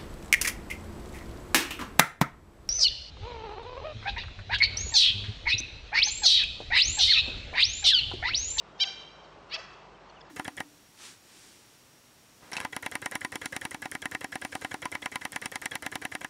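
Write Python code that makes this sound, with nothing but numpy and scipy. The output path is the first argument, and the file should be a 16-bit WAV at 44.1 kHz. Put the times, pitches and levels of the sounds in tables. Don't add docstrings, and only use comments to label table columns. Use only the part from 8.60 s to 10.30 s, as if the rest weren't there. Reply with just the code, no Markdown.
import sys
import numpy as np
from scipy import signal
from scipy.fft import rfft, irfft, next_fast_len
from scipy.io import wavfile
from scipy.ndimage import uniform_filter1d, map_coordinates

SR = 44100
rng = np.random.default_rng(int(sys.argv[2]) if len(sys.argv) > 2 else 0)


def wav_record(signal):
    frames = np.transpose(np.atleast_2d(signal))
    bounded = np.clip(frames, -1, 1)
    quanta = np.round(bounded * 32767).astype(np.int16)
    wavfile.write(sys.argv[1], SR, quanta)


def volts_from_db(level):
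    exponent = np.asarray(level, float) / 20
    return 10 ** exponent


N = 74970


def unit(x):
    return x / np.sqrt(np.mean(x ** 2) + 1e-20)


def along(points, hz):
    f, value = np.transpose(points)
    return np.interp(np.log(hz + 1), np.log(f + 1), value)


def wobble(rate_hz):
    knots = rng.standard_normal(int(N * rate_hz / SR) + 4)
    return map_coordinates(knots, [np.arange(N) * rate_hz / SR])


def filtered(x, response):
    m = next_fast_len(N + SR // 2)
    return irfft(rfft(x, m) * response(np.fft.rfftfreq(m, 1 / SR)), m)[:N]


def delayed(x, delay_s):
    return np.pad(x, (int(delay_s * SR), 0))[:N]


def tone(hz, u):
    phase = 2 * np.pi * np.cumsum(hz) / SR
    return phase, np.cos(np.pi / 2 * np.clip(u, -1, 1))


# freq_hz, level_db (per Hz)
RUSH_SPECTRUM = [(21, -14.5), (35, -11), (193, -8.5), (237, -11.5), (343, -5), (1110, -5.5), (1720, -14.5),
                 (3210, -20), (8650, -35), (11200, -97.5), (19000, -120)]


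def rush():
    z = signal.stft(rng.standard_normal(N), nperseg=512)[2]
    field = uniform_filter1d(rng.standard_normal(z.shape), size=6, axis=0)
    field = uniform_filter1d(field, size=12, axis=1)
    patchy = signal.istft(z * volts_from_db(1.32 * unit(field)), nperseg=512)[1][:N]
    coloured = filtered(patchy, lambda hz: volts_from_db(along(RUSH_SPECTRUM, hz)))
    level_db = -53 + 0.17 * wobble(8.22)
    return volts_from_db(level_db) * unit(coloured)


# freq_hz, level_db (rms)
HUM_LINES = [(49.8, -66), (150, -68), (197, -71)]


def hum():
    t = np.arange(N) / SR
    out = np.zeros(N)
    for hz, db in HUM_LINES:
        peak_db = db + 2.5 + 0.3 * wobble(3.5)
        out += volts_from_db(peak_db) * np.sin(2 * np.pi * hz * t)
    return out


# start_s, length_s, from_hz, to_hz, level_db
FAR_WHISTLES = [
    (.145, .045, 3250, 3200, -66),
    (1.31, .02, 2900, 2600, -67),
    (1.342, .022, 3150, 3000, -64),
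    (1.557, .039, 3190, 2420, -60),
    (1.667, .008, 5200, 4500, -64),
]


def whistles():
    t, out = np.arange(N) / SR, np.zeros(N)
    for start_s, length_s, from_hz, to_hz, db in FAR_WHISTLES:
        u = np.clip((t - start_s) / length_s * 2 - 1, -1, 1)
        phase, window = tone(from_hz + (to_hz - from_hz) * (u + 1) / 2, u)
        out += volts_from_db(db) * np.sqrt(2 * window) * np.sin(phase)
    return out


# freq_hz, level_db
SQUEAK_COLOUR = [(1500, -4), (3000, 0), (4600, 0), (5700, -6), (6800, -24)]
# whistle_top_s, whistle_top_hz, squeak_pitch_hz, squeak_level_db, sag (share of pitch)
CALL_OPENINGS = [
    (0.186, 6300, 1780, -45, .035),
    (0.635, 6300, 1490, -59, .11),
    (.887, 5550, 1412, -56.5, 0.071),
    (1.488, 5340, 1452, -57, .11),
    (1.601, 6840, 1705, -53, 0.2),
]


def openings():
    half_arch_s, arch_drop = 0.0085, 0.68
    arch_db, dive_db = -17, 12
    squeak_after_s, squeak_s, husk_db = 0.0125, 0.014, 4
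    t, out = np.arange(N) / SR, np.zeros(N)
    for top_s, top_hz, pitch_hz, db, sag in CALL_OPENINGS:
        u = np.clip((t - top_s) / half_arch_s, -1, 1)
        phase, window = tone(top_hz * (1 - arch_drop * u ** 2), u)
        whistle_db = db + arch_db + dive_db * u * (u + 0.5) + husk_db / 2 * wobble(400)
        out += volts_from_db(whistle_db) * window ** 0.25 * np.sin(phase)

        u = np.clip((t - top_s - squeak_after_s) / squeak_s * 2, -1, 1)
        phase, window = tone(pitch_hz * (1 + sag / 3 - sag * ((u + 1) / 2) ** 1.8), u)
        for k in range(1, 5):
            overtone_db = along(SQUEAK_COLOUR, k * pitch_hz)
            out += volts_from_db(db) * window * volts_from_db(overtone_db + husk_db * wobble(710)) * np.sin(k * phase)
    return out


def nasal(rows, rough, throat, curl, count):
    follow = 0.85
    t = np.arange(N) / SR
    s, *columns = np.transpose(rows)
    hz, db, tilt_db = [np.interp(t, s, column) for column in columns]
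    phase = 2 * np.pi * np.cumsum(hz * (1 + 0.0016 * wobble(300))) / SR
    shift = (hz.max() / np.maximum.accumulate(hz)) ** follow

    k = np.arange(1, count)[:, None]
    noisy = np.interp(t, *np.transpose(rough))
    noisy = np.clip(noisy + 0.25 * (k * hz > 6800), 0, 1)
    tilt = tilt_db * np.log2(np.maximum(k * hz / 2700, 1))
    size = volts_from_db(along(throat, k * hz * shift) + tilt)

    smear = np.array([wobble(900) + 1j * wobble(900) for _ in k])
    steady_and_rough = np.sqrt(1 - noisy) + np.sqrt(noisy / 2) * smear
    lines = steady_and_rough * np.exp(1j * (k * phase - curl * k ** 2))
    voice = -(size * lines.real).sum(axis=0) / np.sqrt((size ** 2).sum(axis=0) / 2)
    fade = np.clip(np.minimum(t - s[0] + 0.0017, s[-1] + 0.012 - t) / 0.0031, 0, 1)
    return voice * volts_from_db(db) * fade


# time_s, pitch_hz, level_db, brightness_db (per octave)
FIRST_ARCH = [(.197, 731.5, -47.5, 9), (.202, 734, -28.5, 6.5), (.21, 777.5, -23.5, 1.5),
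              (.219, 795.5, -21.5, 2.5), (.228, 789.7, -21.5, 1), (.236, 764.6, -23, 0),
              (.243, 685, -30, -21.5), (.25, 630, -43, -5), (.258, 656, -63, -5)]
# time_s, roughness (0-1)
FIRST_ROUGHNESS = [(.2, .35), (.208, .004), (.236, .004), (.246, .2)]
# freq_hz, level_db
FIRST_THROAT = [(790, -26), (1580, -25.5), (2370, -11.5), (3160, 0.5), (3950, -3), (5530, -9), (6320, -22),
                (7110, -31), (11000, -58.5)]


def first_arch():
    return nasal(FIRST_ARCH, FIRST_ROUGHNESS, FIRST_THROAT, curl=0.11, count=15)


# time_s, pitch_hz, level_db, brightness_db (per octave)
SECOND_ARCH = [(.9, 539.6, -55.5, 1), (.915, 548.3, -44, 0), (.926, 583, -36.5, -4.5),
               (.936, 648.2, -35.5, -1), (.944, 668.1, -29.5, 0.5), (.952, 658.4, -31.5, 2),
               (.958, 588.5, -36.5, -7), (.965, 506.5, -35, -10), (.974, 470, -63, 15)]
# time_s, roughness (0-1)
SECOND_ROUGHNESS = [(.912, .45), (.925, .07), (.95, .07), (.957, .55)]
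# freq_hz, level_db
SECOND_THROAT = [(660, -17.5), (2000, -9), (2650, -1), (3300, -2), (4000, -7), (4650, -0.5), (5300, -3),
                 (6000, -16), (11000, -50)]


def second_arch():
    return nasal(SECOND_ARCH, SECOND_ROUGHNESS, SECOND_THROAT, curl=0.24, count=19)


# delay_s, level_db
BANK_ECHOES = [(0.04, -21), (.054, -21), (0.095, -25), (.19, -28.5)]
# freq_hz, t60_s
TREE_DECAY = [(600, 0.31), (3000, 0.93), (5500, 0.49), (8000, 0.68)]
# freq_hz, level_db
LEAF_COLOUR = [(700, 11), (1500, 13.5), (2400, 0.5), (3200, -2), (4000, -1.5), (5000, -2), (6500, 9),
               (9000, 3)]


def woods(x):
    slope_t60_s, trees_s = 1.53, 0.035
    hz, t, z = signal.stft(rng.standard_normal((2, SR)), SR, nperseg=256)
    tree_db = -60 * t / along(TREE_DECAY, hz)[:, None]
    slope_db = -60 * t / slope_t60_s + 0 * z[0].real
    trees, slope = signal.istft(z * volts_from_db([tree_db, slope_db]), SR, nperseg=256)[1]
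    t_near = np.arange(SR // 20) / SR
    near = rng.standard_normal(SR // 20) * volts_from_db(-60 * t_near / 0.02)

    def wet(tail):
        return signal.fftconvolve(x, tail / np.linalg.norm(tail))[:N]

    far = delayed(volts_from_db(-12.5) * wet(trees) + volts_from_db(-23.5) * wet(slope), trees_s)
    for delay_s, db in BANK_ECHOES:
        far += volts_from_db(db) * delayed(x, delay_s)
    answer = filtered(far, lambda f: volts_from_db(along(LEAF_COLOUR, f)))

    ground_hz = 930
    dull = filtered(x, lambda f: 1 / (1 + (f / ground_hz) ** 8) / (1 + (ground_hz * 0.38 / (f + 1)) ** 8))
    return answer + volts_from_db(-33) * wet(near) + volts_from_db(5) * delayed(dull, 0.034)


def scene():
    background = rush() + hum()
    calls = whistles() + openings() + first_arch() + second_arch()
    return (background + calls + woods(calls))[None]


def band_limit(x):
    return signal.sosfilt(signal.butter(12, 11070, fs=SR, output="sos"), x)


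def record(dry):
    low_hz, top_hz, hiss_db = 44, 7310, -97.5
    heard = filtered(dry[0], lambda hz: 1 / np.sqrt((1 + (hz / top_hz) ** 9) * (1 + (low_hz / (hz + 1)) ** 8)))
    mix = (heard + volts_from_db(hiss_db) * rng.standard_normal(N))[None]
    return band_limit(mix)


dry = scene()
out = record(dry)
wav_record(out)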